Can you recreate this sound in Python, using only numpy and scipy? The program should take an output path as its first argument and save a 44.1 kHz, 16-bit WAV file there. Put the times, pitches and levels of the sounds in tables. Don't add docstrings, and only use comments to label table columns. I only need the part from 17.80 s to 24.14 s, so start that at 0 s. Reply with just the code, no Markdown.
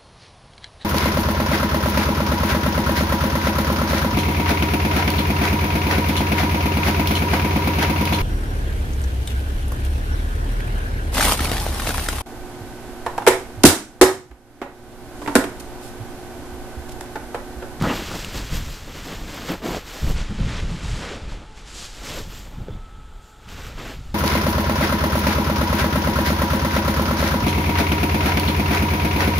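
import sys
import numpy as np
from scipy.fft import rfft, irfft, next_fast_len
from scipy.io import wavfile
from scipy.ndimage import uniform_filter1d, map_coordinates

SR = 44100
rng = np.random.default_rng(int(sys.argv[2]) if len(sys.argv) > 2 else 0)


def int16_out(signal):
    q = np.round(np.clip(np.atleast_2d(signal).T, -1, 1) * 32767)
    wavfile.write(sys.argv[1], SR, q.astype(np.int16))


N = 279726

# start_s, length_s, rasp_db, hiss_db
PUSHES = [(0.0, 0.17, -36, -42.5), (0.12, 0.16, -39, -42.5), (0.29, 0.12, -43, -40.5),
          (0.52, 0.063, -39.5, -38.5), (0.6, 0.11, -47, -49), (0.7, 0.068, -37, -37),
          (0.81, 0.16, -52, -44.5), (1.12, .07, -42.5, -47.5), (1.22, 0.12, -41, -45),
          (1.46, 0.23, -40.5, -45), (1.65, 0.066, -35, -41), (1.815, 0.15, -36.5, -40.5),
          (2.035, 0.17, -42, -43.5), (2.2, 0.12, -42, -41.5), (2.335, 0.076, -37.5, -44.5),
          (2.56, 0.16, -42, -61), (2.66, 0.14, -37, -48), (2.86, 0.16, -46, -49.5),
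          (3.01, 0.21, -42.5, -43), (3.19, 0.15, -39.5, -47.5), (3.46, 0.075, -46.5, -52),
          (3.735, .06, -51.5, -52), (3.84, 0.12, -53, -46), (3.925, 0.13, -46, -39),
          (4.12, 0.18, -48.5, -48.5), (4.22, .17, -39, -39), (4.48, 0.12, -47.5, -50),
          (5.39, .12, -74, -63), (5.6, .06, -56, -63), (5.665, .065, -44.5, -48.5), (5.74, .14, -44, -49),
          (5.955, 0.17, -41.5, -49.5)]
# time_s, rasp_db, hiss_db
SETTLING = [(0, -41.5, -45.5), (0.48, -40, -42.5), (1.02, -45.5, -48.5), (1.42, -45, -46.5),
            (1.79, -51, -54), (2.01, -51, -56), (2.5, -44, -51), (3.3, -43.5, -51.5), (3.7, -53, -65),
            (4.1, -50, -46.5), (4.6, -51.5, -51), (5.05, -57.5, -76), (5.55, -61.5, -66),
            (5.92, -47.5, -58), (6.34, -57, -57.5)]


def leaf_levels():
    return strokes(PUSHES, curves(SETTLING), attack_s=0.038, release_s=0.039, build_db=1)


# freq_hz, gain_db
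RASP_SPECTRUM = [(300, -41), (900, -1.5), (1500, 0.5), (3200, -1.5), (5000, -8.5), (7500, -15.5),
                 (11000, -36), (16000, -40)]
# freq_hz, gain_db
HISS_SPECTRUM = [(1200, -18), (3000, -1), (4800, 0), (6300, -2.5), (7500, -2), (9000, -11), (10800, -13.5),
                 (13000, -18), (16000, -17)]


def leaves(rasp_db, hiss_db):
    rasp = amp(rasp_db) * coloured(friction(), RASP_SPECTRUM)
    hiss = amp(hiss_db) * coloured(friction(), HISS_SPECTRUM)
    return rasp + hiss


def friction():
    crackle = slips(rate_hz=6000, spread_db=1.5, low_hz=863, high_hz=16100, cycles=1.54, samples=128)
    return unit(crackle * amp(0.66 * wobble(70)) + rng.standard_normal(N))


def leaf_fizz(rasp_db, hiss_db):
    crackle = [slips(rate_hz=4300, spread_db=1.5, low_hz=10700, high_hz=15800, cycles=20, samples=64)
               for port in range(2)]
    ports = unit(filtered(np.array(crackle), lambda hz: resonance(hz, 12900, 2100) ** 2))
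    level_db = 0.31 * rasp_db + 0.69 * hiss_db - 6
    spurts_db = 1.6 * wobble(22.03)
    balance_db = [[2.2], [-2.2]]
    return np.sqrt(treble_share()) * amp(level_db + spurts_db) * amp(balance_db) * ports


# start_s, length_s, level_db
DRAGS = [(0.034, 0.097, -24), (0.13, 0.091, -33.5), (0.29, .035, -34), (0.33, 0.029, -29.5),
         (0.54, 0.066, -34), (0.72, 0.075, -38.5), (0.86, 0.05, -44), (1.07, 0.032, -37.5),
         (1.14, 0.053, -41), (1.245, 0.096, -34.5), (1.37, 0.36, -40.5), (1.68, 0.061, -25.5),
         (1.815, 0.16, -29.5), (2.12, .14, -40.5), (2.26, .05, -32), (3.19, 0.19, -42), (3.39, 0.25, -46),
         (4.21, 0.2, -41.5), (4.64, 0.34, -50), (5.77, 0.032, -41), (5.97, .15, -38)]
# freq_hz, gain_db
SCRAPE_SPECTRUM = [(90, -28), (170, -2.5), (280, 0.5), (390, -3), (520, -2), (720, -6.5), (950, -8),
                   (1350, -12), (2200, -18), (4000, -33), (9000, -50)]
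# freq_hz, gain_db
CASE_SPECTRUM = [(60, -31), (110, -26), (160, 5.5), (220, -8.5), (290, -1), (450, -14.5), (900, -30),
                 (2500, -43)]


def stalks(rasp_db):
    brush_db = rasp_db - 2.5
    stalk_db, = strokes(DRAGS, brush_db, attack_s=0.012, release_s=0.017, build_db=-1)
    pressed = 1 / (1 + amp(-2.5 * (stalk_db + 35.5)))
    scrape = amp(stalk_db - 1.36 * pressed) * coloured(judder(), SCRAPE_SPECTRUM)
    boom = steadied(coloured(judder(), CASE_SPECTRUM), span_s=0.059)
    return scrape + pressed * amp(stalk_db - 4.1) * boom


def judder():
    catches = slips(rate_hz=1700, spread_db=2.5, low_hz=130.2, high_hz=4000, cycles=1.46, samples=800)
    return unit(catches * amp(0.95 * wobble(45)) + 1.15 * rng.standard_normal(N))


# peak_s, sigma_s, pitch_hz, width_hz, level_db
REED_SCRAPES = [(.052, 0.026, 930, 410, -31), (.055, 0.015, 1350, 300, -26.5),
                (.083, 0.018, 1860, 410, -35), (.1, 0.016, 2770, 480, -32), (.119, 0.013, 1180, 690, -29),
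                (1.88, .04, 320, 380, -30), (5.8, 0.11, 1360, 410, -52), (6.0, .015, 1300, 1640, -42.5)]


def hollow_reeds():
    return scrapes(REED_SCRAPES)


# start_s, level_db, pitch_hz
CRACKS = [(0.0224, -11, 1200), (0.3152, -20, 1200), (0.3527, -18, 4300), (0.4465, -15, 2740),
          (1.1533, -27, 2120), (1.736, -23, 1890), (2.8014, -25, 1900), (3.0345, -31, 1920),
          (3.2504, -20, 1800), (4.271, -22, 4880), (5.689, -27, 2920), (5.867, -24, 1450)]
# start_s, level_db
FLICKS = [(1.5444, -25), (1.719, -18.5), (2.293, -23), (3.7738, -40), (5.8744, -37), (6.0774, -35)]


def snaps():
    cracks = blows(CRACKS, cycles=2.4, noise_gain=0.58, noise_t60_s=0.018)
    cracks = filtered(cracks, lambda hz: resonance(hz, 2800, 4000))
    flicks = blows([(s, db, 13000) for s, db in FLICKS], cycles=4, noise_gain=1.5, noise_t60_s=0.009)
    flicks = filtered(flicks, lambda hz: resonance(hz, 14000, 9000))
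    return cracks + flicks


# start_s, level_db, pitch_hz
BUMPS = [(0.012, -8, 202), (0.023, -4, 160), (0.04, -4.5, 227), (0.111, -14, 241), (0.353, -28, 175),
         (2.307, -19, 160), (2.628, -24, 280), (4.379, -35, 121), (4.523, -28.5, 262)]


def bumps():
    knocks = blows(BUMPS, cycles=1.4, noise_gain=0.75, noise_t60_s=0.015)
    return filtered(knocks, lambda hz: 1 / (1 + 1j * hz / 1800) ** 2)


# pitch_hz, gain_db, t60_s
FRAME_MODES = [(417, 1.5, 0.05), (497, -1.5, 0.064), (1480, -11, 0.018), (3340, -14, .016)]


def frame_knock(start_s=4.884, gain_db=-28):
    t = np.maximum(np.arange(N) / SR - start_s, 0)
    ring = sum(amp(db - 60 * t / t60_s) * np.sin(2 * np.pi * hz * t) for hz, db, t60_s in FRAME_MODES)
    return amp(gain_db) * ring


# start_s, length_s, level_db
PULLS = [(3.84, .22, -54), (4.23, .17, -55), (4.5, 0.13, -54), (5.39, 0.13, -63.5)]
# peak_s, sigma_s, pitch_hz, width_hz, level_db
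CREAKS = [(3.32, 0.089, 480, 280, -40.5), (3.28, .06, 1360, 750, -42), (4.36, 0.051, 490, 300, -38),
          (4.926, .02, 3450, 420, -55.5)]


def tie_cord():
    pull_db, = strokes(PULLS, rest_db=-np.inf, attack_s=0.063, release_s=0.044, build_db=1)
    hiss = unit(filtered(friction(), lambda hz: resonance(hz, 7200, 1100) ** 2))
    return amp(pull_db) * hiss + scrapes(CREAKS)


# start_s, length_s, buffet_db, flutter_db
THUMP_AND_GUSTS = [(0.005, 0.034, -40, -23), (0.54, 0.11, -31.5, -39), (0.7, .08, -26, -28),
                   (0.78, 0.12, -30, -37), (1.36, 0.067, -31, -44), (1.87, 0.12, -40, -39.5),
                   (2.205, 0.1, -19, -26), (2.32, 0.094, -19.5, -31), (2.47, .09, -29.5, -33),
                   (2.575, .1, -22, -21), (2.69, 0.12, -26, -34), (2.79, 0.17, -28.5, -28.5),
                   (3.01, 0.15, -27, -29.5), (3.41, 0.058, -26, -42), (3.49, 0.064, -31.5, -40.5),
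                   (4.26, 0.23, -37, -41), (4.765, .055, -32, -32), (4.87, 0.081, -31, -33.5),
                   (5.88, 0.11, -38, -48), (6.15, 0.035, -37, -35), (6.22, 0.16, -34.5, -44)]
# time_s, buffet_db, flutter_db
BREEZE = [(0, -36, -38), (1.1, -39, -42.5), (1.65, -41.5, -42.5), (2.1, -42.5, -51), (3.3, -39.5, -40.5),
          (3.75, -42, -50.5), (4.15, -39.5, -53), (4.6, -38.5, -44), (5.1, -38, -51), (5.35, -38.5, -52.5),
          (5.52, -53, -61), (5.75, -38.5, -41), (6.34, -38, -45.5)]
# freq_hz, gain_db
BUFFET_SPECTRUM = [(8, -12), (20, -4.5), (34, 0), (60, -8), (100, -24), (250, -41), (800, -92)]
# freq_hz, gain_db
FLUTTER_SPECTRUM = [(35, -19), (72, 1.5), (100, -1.5), (135, -3.5), (200, -9), (300, -21), (600, -33),
                    (2000, -59)]


def thump_and_wind():
    buffet_db, flutter_db = strokes(THUMP_AND_GUSTS, curves(BREEZE),
                                    attack_s=0.032, release_s=0.032, build_db=-1.5)
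    buffet = steadied(coloured(rng.standard_normal(N), BUFFET_SPECTRUM), span_s=0.15)
    flutter = steadied(coloured(rng.standard_normal(N), FLUTTER_SPECTRUM), span_s=0.05)
    return amp(buffet_db) * buffet + amp(flutter_db + 2.34 * wobble(50)) * flutter


# pitch_hz, gain_db
DRONE_PARTIALS = [(432, -3.5), (864, -1)]
# time_s, lower_db, whine_db
DRONE_SWELL = [(0, -65, -72), (2.6, -54, -61), (3.7, -55.5, -65), (4.3, -66, -66), (4.8, -56, -62),
               (5.0, -64, -55), (5.07, -62, -48.5), (5.13, -60.5, -56), (5.45, -59.5, -60.5),
               (5.8, -61, -63), (6.34, -68, -68)]


def far_drone(whine_hz=1301, waver_db=1.8):
    def tone(hz):
        return amp(waver_db * wobble(20)) * np.sin(2 * np.pi * hz * t + 1.15 * wobble(35))

    t = np.arange(N) / SR
    lower_db, whine_db = curves(DRONE_SWELL)
    lower = unit(sum(amp(db) * tone(hz) for hz, db in DRONE_PARTIALS))
    return amp(lower_db) * lower + amp(whine_db) * unit(tone(whine_hz))


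# freq_hz, gain_db
FIELD_SPECTRUM = [(100, 1.5), (350, -2.5), (600, -9.5), (830, 0), (1020, -12), (1330, -1), (1650, -10.5),
                  (2300, -22), (3400, -11), (5200, -31), (7200, -18), (10000, -27), (16000, -43)]


def field_hush():
    return amp(-52) * coloured(rng.standard_normal(N), FIELD_SPECTRUM)


# time_s, open_share
TREBLE_SHARE = [(0, 0.67), (2.3, 0.85), (2.38, 0), (3.8, 0), (4.15, .2), (4.3, 0.5), (4.55, 1), (6.34, 0.6)]


def treble_share():
    return np.clip(curves(TREBLE_SHARE)[0], 0, 1)


def slips(rate_hz, spread_db, low_hz, high_hz, cycles, samples):
    when, place, force, phase = rng.random((int(rate_hz * N / SR), 4)).T[:, :, None]
    hz = low_hz * (high_hz / low_hz) ** place
    strength = hz * amp(spread_db * np.minimum(-np.log(1 - force), 4))
    turns = hz * np.arange(samples) / SR
    rings = strength * np.exp(-turns / cycles) * np.sin(2 * np.pi * (turns + phase))
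    index = (when * N).astype(int) + np.arange(samples)
    return unit(np.bincount(index.ravel(), rings.ravel(), N)[:N])


def blows(table, cycles, noise_gain, noise_t60_s):
    out, t = np.zeros(N + SR), np.arange(SR // 10) / SR
    for start_s, db, hz in table:
        ring = np.sin(2 * np.pi * hz * t) * np.exp(-hz * t / cycles)
        hit = ring + noise_gain * rng.standard_normal(len(t)) * amp(-60 * t / noise_t60_s)
        out[round(start_s * SR):][:len(t)] += amp(db) * hit / np.abs(hit).max()
    return out[:N]


def scrapes(table):
    out, t = np.zeros(N), np.arange(N) / SR
    for peak_s, sigma_s, pitch_hz, width_hz, db in table:
        ring = unit(filtered(rng.standard_normal(N), lambda hz: resonance(hz, pitch_hz, width_hz) ** 2))
        out += amp(db) * np.exp(-((t - peak_s) / sigma_s) ** 2 / 2) * ring
    return out


def strokes(table, rest_db, attack_s, release_s, build_db):
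    t = np.arange(N) / SR
    grid_s = t[::64]
    power = 0
    for start_s, length_s, *db in table:
        age_s = grid_s - start_s
        rise = np.clip(age_s / attack_s, 0, 1)
        fall = np.exp(-np.maximum(age_s - length_s, 0) / release_s)
        build = amp(build_db * (np.clip(age_s / length_s, 0, 1) - 0.5))
        power = power + np.outer(amp(db), rise * fall * build) ** 2
    power = np.array([np.interp(t, grid_s, p) for p in power])
    return 10 * np.log10(power + amp(rest_db) ** 2 + 1e-20)


def amp(db):
    return 10 ** (np.asarray(db) / 20)


def unit(x):
    return x / np.sqrt(np.mean(x ** 2) + 1e-20)


def curves(rows):
    time_s, *columns = np.transpose(rows)
    return [np.interp(np.arange(N) / SR, time_s, column) for column in columns]


def wobble(rate_hz):
    knots = rng.standard_normal(int(N * rate_hz / SR) + 4)
    return map_coordinates(knots, [np.arange(N) * rate_hz / SR])


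def filtered(x, response):
    size = next_fast_len(N + 8192)
    return irfft(rfft(x, size) * response(np.fft.rfftfreq(size, 1 / SR)), size)[..., :N]


def coloured(x, spectrum):
    freq_hz, gain_db = np.transpose(spectrum)
    return unit(filtered(x, lambda hz: amp(np.interp(np.log(hz + 1), np.log(freq_hz), gain_db))))


def resonance(hz, centre_hz, width_hz):
    return 1j * hz * width_hz / (centre_hz ** 2 - hz ** 2 + 1j * hz * width_hz)


def steadied(x, span_s):
    size = int(span_s * SR)
    power = uniform_filter1d(uniform_filter1d(x ** 2, size), size)
    return unit(x / np.sqrt(np.abs(power) + 0.022))


def scene():
    rasp_db, hiss_db = leaf_levels()
    grass = leaves(rasp_db, hiss_db) + stalks(rasp_db) + hollow_reeds() + snaps()
    tying = tie_cord() + bumps() + frame_knock()
    return grass + tying + thump_and_wind() + far_drone() + field_hush() + leaf_fizz(rasp_db, hiss_db)


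def record(dry, dull_hz=11900, top_hz=15800):
    share = treble_share()
    dull = filtered(dry.mean(axis=0), lambda hz: 1 / np.sqrt(1 + (hz / dull_hz) ** 26))
    return filtered(share * dry + (1 - share) * dull, lambda hz: hz < top_hz)


dry = scene()
out = record(dry)
int16_out(out)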